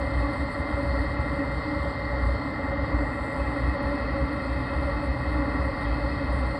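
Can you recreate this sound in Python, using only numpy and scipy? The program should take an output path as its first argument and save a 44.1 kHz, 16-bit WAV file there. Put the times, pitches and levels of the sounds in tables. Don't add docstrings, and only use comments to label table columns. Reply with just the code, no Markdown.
import sys
import numpy as np
from scipy import signal
from scipy.fft import rfft, irfft, next_fast_len
from scipy.io import wavfile
from scipy.ndimage import uniform_filter1d, map_coordinates

SR = 44100
rng = np.random.default_rng(int(sys.argv[2]) if len(sys.argv) > 2 else 0)


def master(y):
    cut = np.clip(np.atleast_2d(y).T, -1, 1)
    pcm = np.round(cut * 32767)
    wavfile.write(sys.argv[1], SR, pcm.astype(np.int16))


def amplitude_ratio(level_db):
    exponent = np.asarray(level_db, float) / 20
    return 10 ** exponent


N = 290663

# (middle [s], length [s], peak level [dB], pitch [Hz])
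FLAME_SURGES = [(0.04, 0.1, -29, 65.5), (0.197, 0.25, -25.0, 62.0), (0.414, 0.17, -29.5, 63.0),
                (0.607, 0.1, -30, 67.0), (0.745, 0.071, -29, 62.5), (0.976, 0.45, -29.5, 63.0),
                (1.206, 0.069, -24.5, 67.6), (1.31, 0.25, -36, 63.0), (1.53, 0.29, -34.5, 61.8),
                (1.802, 0.35, -36.5, 64.66), (2.15, 0.5, -35, 61.8), (2.296, 0.24, -28.0, 63.0),
                (2.725, 0.29, -35, 62.2), (2.813, 0.13, -30.0, 63.3), (2.99, 0.37, -30.5, 60.9),
                (3.218, 0.074, -32, 66.0), (3.413, 0.097, -27.0, 65.6), (3.48, 0.21, -32.5, 61.9),
                (3.664, 0.2, -26.5, 63.0), (3.864, 0.18, -30, 59.7), (4.088, 0.31, -32.5, 60.4),
                (4.232, 0.085, -24.5, 63.0), (4.552, 0.59, -33.0, 61.35), (4.878, 0.66, -33, 61.5),
                (5.106, 0.11, -25, 64.0), (5.338, 0.49, -29.5, 63.0), (5.618, 0.23, -28.5, 62.24),
                (5.896, 0.16, -23, 60.2), (6.063, 0.31, -28.5, 61.6), (6.37, 0.49, -29, 62.1)]
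LULL_DB, LULL_HZ = -46.5, 63
FLUTTER_DB_PER_S = 8
# (centre [Hz], width [Hz], level [dB])
CHAMBER_MODES = [(79.4, 21, -6.5), (122, 26, -9)]
# (time [s], roar level [dB])
ROAR_LEVEL = [(0, -35), (.3, -33.5), (.9, -36), (1.25, -34.5), (1.8, -35.5), (2.12, -40), (2.45, -35),
              (2.95, -32), (3.35, -37.5), (3.9, -33), (4.15, -36), (4.45, -33), (4.85, -34), (5.12, -37.5),
              (5.4, -34.5), (5.75, -36), (6.3, -34), (6.59, -36)]
UPPER_PIPE_DB, UPPER_FOLLOWS = -34, 0.15
# (centre [Hz], width [Hz], level [dB])
LOW_PIPE_MODES = [(271, 58, -4.5), (291.6, 42, -2)]
# (centre [Hz], width [Hz], level [dB])
UPPER_PIPE_MODES = [(445, 72, -16.5), (561, 38.2, -1), (824, 58, -13.5), (855, 27, -9.5), (976, 75, -14.5),
                    (1025, 37, -14.5), (1095, 36, -11.5), (1146, 38, -10), (1332, 70, -19), (1394, 99, -15),
                    (1894, 104, -11.5), (2036, 47, -20)]
# (frequency [Hz], density [dB per Hz])
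FLAME_NOISE = [(20, -38), (42, -8), (90, -8.5), (140, -11), (200, -13), (370, -22.5), (750, -20),
               (920, -26.5), (1300, -21.5), (1530, -31.5), (1750, -24.5), (2070, -24.5), (2180, -41),
               (2450, -45.5)]
# (time [s], speed [turns/s])
SHAFT_SPEED = [(0, 148.56), (.75, 148.55), (1.1, 148.45), (1.75, 148.6), (2.4, 148.5), (3.9, 148.56),
               (4.3, 148.72), (4.8, 148.76), (5.5, 148.64), (6, 148.58), (6.59, 148.63)]
BLADES = 14
# (multiple of shaft speed [-], level under the blade tone [dB])
SHAFT_ORDERS = [(5, -12), (7, -18), (8, -8), (9, -7), (10, -20), (11, -21), (13, -3), (15, -27), (19, -25),
                (20, -42), (22, -34), (23, -38), (24, -28), (25, -33), (30, -34), (33, -31), (38, -42),
                (43, -58)]
STROKE_S, FIRST_STROKE_S = .4997, .3316
SAG_HZ, FASTEST_S = .115, .2
# (centre [Hz], width [Hz], level [dB])
LOW_CAVITY_MODES = [(2340, 79, -8.5), (2578, 73, 0.5)]
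# (centre [Hz], width [Hz], level [dB])
MID_CAVITY_MODES = [(2960, 56, -1), (3212, 170, 4), (3752, 236, 3.5)]
# (centre [Hz], width [Hz], level [dB])
UPPER_CAVITY_MODES = [(4287, 254, 1), (4570, 300, -4.5), (4903, 145, -6.5), (5260, 360, -18)]
# (centre [Hz], width [Hz], level [dB])
WHISTLE_MODES = [(7530, 120, -5), (7740, 170, 0.5), (7960, 140, -2.5)]
# (centre [Hz], width [Hz], level [dB])
GAP_MODES = [(8440, 270, 3.5), (8980, 450, -2.5), (9700, 600, -2), (10400, 500, -9), (10890, 300, -4.5),
             (11220, 100, -9)]
# (frequency [Hz], density [dB per Hz])
FAR_HISS = [(4500, -30), (5800, -16), (6150, -15), (6750, 3.5), (7000, -4), (11400, -7), (11750, -3),
            (12150, -17), (12750, -6), (13000, -10), (13500, -1.5), (14000, -5), (15300, -13), (15750, -6)]
# (middle [s], length [s], change [dB])
AIR_LAPSES = [(0.455, .08, -5), (.55, .06, -3), (1.06, .06, -3), (1.173, 0.084, -10), (1.806, .07, 0),
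              (1.91, .07, 3), (1.978, 0.027, -5), (2.08, .12, -4), (2.17, .08, -5), (2.42, .1, -1),
              (2.77, 0.19, -8), (2.939, 0.098, -5), (3.8, 0.11, -4.5), (4.107, .2, -5), (4.28, .06, -2.5),
              (4.4, .14, -1), (4.96, .08, -3), (5.092, 0.054, -5), (5.166, 0.064, -4), (5.738, .16, -2.5),
              (5.866, .06, -5)]
# (centre [Hz], width [Hz], level [dB])
PUMP_BODY_MODES = [(7000, 1500, -14), (9800, 2200, 0), (14000, 2500, -22)]
# (frequency [Hz], level [dB])
WATER_PUMP_TONES = [(3942, -89), (5257, -78), (5913, -99), (15437, -106)]
# (time [s], turned to the housing [0-1], shaded by a hand [0-1], tipped down [0-1])
PHONE_HOLD = [(0, 0.4, 0, 0), (.45, 0, .1, 0), (1.4, 0.1, 0, 0.17), (1.75, 0, .6, 0), (2.05, 0, .9, 0),
              (2.4, 0, .8, 0.3), (2.65, 0.16, 1, 0.9), (2.85, .1, 1, 0.8), (3.05, 0.14, .2, 1),
              (3.45, 0, -.3, 0.7), (3.7, 0.83, 0, 0.04), (4.1, 0.94, 0, 0), (4.5, 0.97, -.3, 0.3),
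              (5, 0.92, -.1, .1), (5.4, 0.7, .1, 0.17), (5.8, .9, -.1, 0), (6.2, 0.95, -.1, 0.15),
              (6.59, 0.71, 0, 0.23)]
PART_LEVELS = {"blade": (-43, -2.5, .5, -0.5), "low cavity": (-59.5, 3.5, -4.5, 1),
               "mid cavity": (-57.5, 0.5, 0, -3), "upper cavity": (-53, -.6, .1, -3.5),
               "gaps": (-67.5, -1.5, -4, -0.3), "whistle": (-70, -5.5, -3, 2), "far": (-78, -1, 1, -1),
               "pump": (-52.5, 0.5, -3, -3)}
# (frequency [Hz], depth [dB])
MASKING_DEPTH = [(4800, 30), (5400, 7), (5800, 6), (6200, 2.5), (7200, 13), (8200, 7), (8800, 10),
                 (10500, 8), (11450, 3.5), (12200, 5), (13000, 4), (14000, 3), (15800, 2.5)]
TOP_HZ = 15770


def flame():
    middle, length, peak_db, pitch_hz = np.transpose(FLAME_SURGES)
    bumps = swells(middle, length) * amplitude_ratio(peak_db)[:, None]
    size = bumps.sum(0) + amplitude_ratio(LULL_DB)
    hz = full((pitch_hz @ bumps + LULL_HZ * amplitude_ratio(LULL_DB)) / size)
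    db = full(20 * np.log10(size))
    flutter_db = FLUTTER_DB_PER_S * full(length @ bumps / size) * wobble(21)
    throb = amplitude_ratio(db + flutter_db) * tone(hz + 2.37 * wobble(16))
    rumble = amplitude_ratio(-36 + 0.37 * (db + 32.5)) * rush(modes(CHAMBER_MODES, steep=1.36))
    return filtered(throb + rumble, lambda f: 1 / np.sqrt(1 + (44 / (f + 1)) ** 10))


def exhaust():
    low_db, = curves(ROAR_LEVEL)
    upper_db = UPPER_PIPE_DB + UPPER_FOLLOWS * (low_db - low_db.mean())
    flicker = wobble(6)
    low = amplitude_ratio(low_db - 0.07 + 0.56 * flicker) * rush(modes(LOW_PIPE_MODES, steep=2.6))
    upper = amplitude_ratio(upper_db + 0.67 * flicker) * rush(modes(UPPER_PIPE_MODES, steep=1.59))
    broad = amplitude_ratio(-35.0 + 0.47 * flicker) * rush(slope(FLAME_NOISE))
    return low + upper + broad


def blower():
    since_fastest = np.arange(N) / SR - FASTEST_S
    shaft_hz = curves(SHAFT_SPEED)[0] + SAG_HZ * np.cos(2 * np.pi * since_fastest / STROKE_S)
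    orders = sum(amplitude_ratio(-44 + db + 1.1 * wobble(3.76)) * tone(k * shaft_hz) for k, db in SHAFT_ORDERS)
    blade = amplitude_ratio(heard("blade") + 0.35 * wobble(15)) * tone(BLADES * shaft_hz)
    return blade + orders


def housing():
    low = amplitude_ratio(heard("low cavity") + 1.2 * wobble(9)) * rush(modes(LOW_CAVITY_MODES, steep=1.35))
    mid = amplitude_ratio(heard("mid cavity") + 1.3 * wobble(7)) * rush(modes(MID_CAVITY_MODES, steep=1.53))
    upper = amplitude_ratio(heard("upper cavity") + 0.89 * wobble(6)) * rush(modes(UPPER_CAVITY_MODES, steep=1.96))
    return low + mid + upper


def fuel_pump():
    t = np.arange(SR // 50) / SR
    blows = np.zeros(N + SR)
    for s in np.arange(FIRST_STROKE_S, N / SR, STROKE_S):
        for delay, blow_db in [(-.003, -14), (0, 1), (.013, -10), (.121, -7)]:
            crack = amplitude_ratio(-60 * t / 0.017) * rng.standard_normal(len(t))
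            blows[round((s + delay) * SR):][:len(t)] += amplitude_ratio(blow_db + 6.5) * crack
    return amplitude_ratio(heard("pump")) * filtered(blows[:N], modes(PUMP_BODY_MODES, steep=2.4))


def intake():
    middle, length, change_db = np.transpose(AIR_LAPSES)
    flow_db = full(change_db @ swells(middle, length)) + 0.94 * wobble(11)
    gaps = amplitude_ratio(heard("gaps") + flow_db + 1.7 * wobble(35)) * rush(modes(GAP_MODES, steep=1.9))
    whistle_db = heard("whistle") + 1.1 * flow_db + 0.62 * wobble(9) + 0.77 * wobble(30)
    whistle = amplitude_ratio(whistle_db) * rush(modes(WHISTLE_MODES, steep=1.6))
    return gaps + whistle + amplitude_ratio(heard("far")) * rush(slope(FAR_HISS))


def water_pump():
    return sum(amplitude_ratio(db) * tone(np.full(N, hz)) for hz, db in WATER_PUMP_TONES)


def heard(part):
    db, *change_db = PART_LEVELS[part]
    return db + np.dot(change_db, curves(PHONE_HOLD))


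def swells(middle, length):
    u = (np.arange(0, N + 63, 64) / SR - np.c_[middle]) / np.c_[length]
    return np.cos(np.pi * np.clip(u, -.5, .5)) ** 2


def full(x):
    return np.interp(np.arange(N) / 64, np.arange(len(x)), x)


def curves(rows):
    s, *cols = np.transpose(rows)
    return [np.interp(np.arange(N) / SR, s, c) for c in cols]


def wobble(rate):
    knots = rng.standard_normal(int(N * rate / SR) + 4)
    return map_coordinates(knots, [np.arange(N) * rate / SR])


def tone(hz):
    return np.sqrt(2) * np.sin(2 * np.pi * (np.cumsum(hz) / SR + rng.random()))


def rush(gain):
    return unit(filtered(rng.standard_normal(N), gain))


def unit(x):
    return x / np.sqrt(np.mean(x ** 2) + 1e-20)


def filtered(x, gain):
    m = next_fast_len(N + 8192)
    return irfft(rfft(x, m) * gain(np.fft.rfftfreq(m, 1 / SR)), m)[:N]


def slope(points):
    f, db = np.transpose(points)
    return lambda hz: amplitude_ratio(np.interp(np.log(hz + 1), np.log(f + 1), db, right=-120))


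def modes(table, steep):
    return lambda hz: np.sqrt(sum(amplitude_ratio(2 * db) / (1 + (2 * (hz - c) / w) ** 2) ** steep for c, w, db in table))


def unmasked(x):
    hz, _, z = signal.stft(np.pad(x, (0, SR // 4), "reflect"), SR, nperseg=2048, boundary="odd")
    power = abs(z) ** 2
    near = uniform_filter1d(uniform_filter1d(power, size=8, axis=0), size=2, axis=1)
    wide = uniform_filter1d(uniform_filter1d(power, size=36, axis=0), size=5, axis=1)
    limit = wide * amplitude_ratio(-2 * np.interp(hz, *np.transpose(MASKING_DEPTH)))[:, None]
    kept = z / (1 + (limit / (abs(near) + 1e-30)) ** 8)
    return signal.istft(kept, SR, nperseg=2048)[1][:N]


def scene():
    return (flame() + exhaust() + blower() + housing() + fuel_pump() + intake() + water_pump())[None]


def low_pass(x):
    return signal.sosfilt(signal.butter(12, 15830, fs=SR, output="sos"), x)


def record(dry):
    kept = filtered(unmasked(dry[0]), lambda hz: hz < TOP_HZ)
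    return low_pass(kept[None])


dry = scene()
out = record(dry)
master(out)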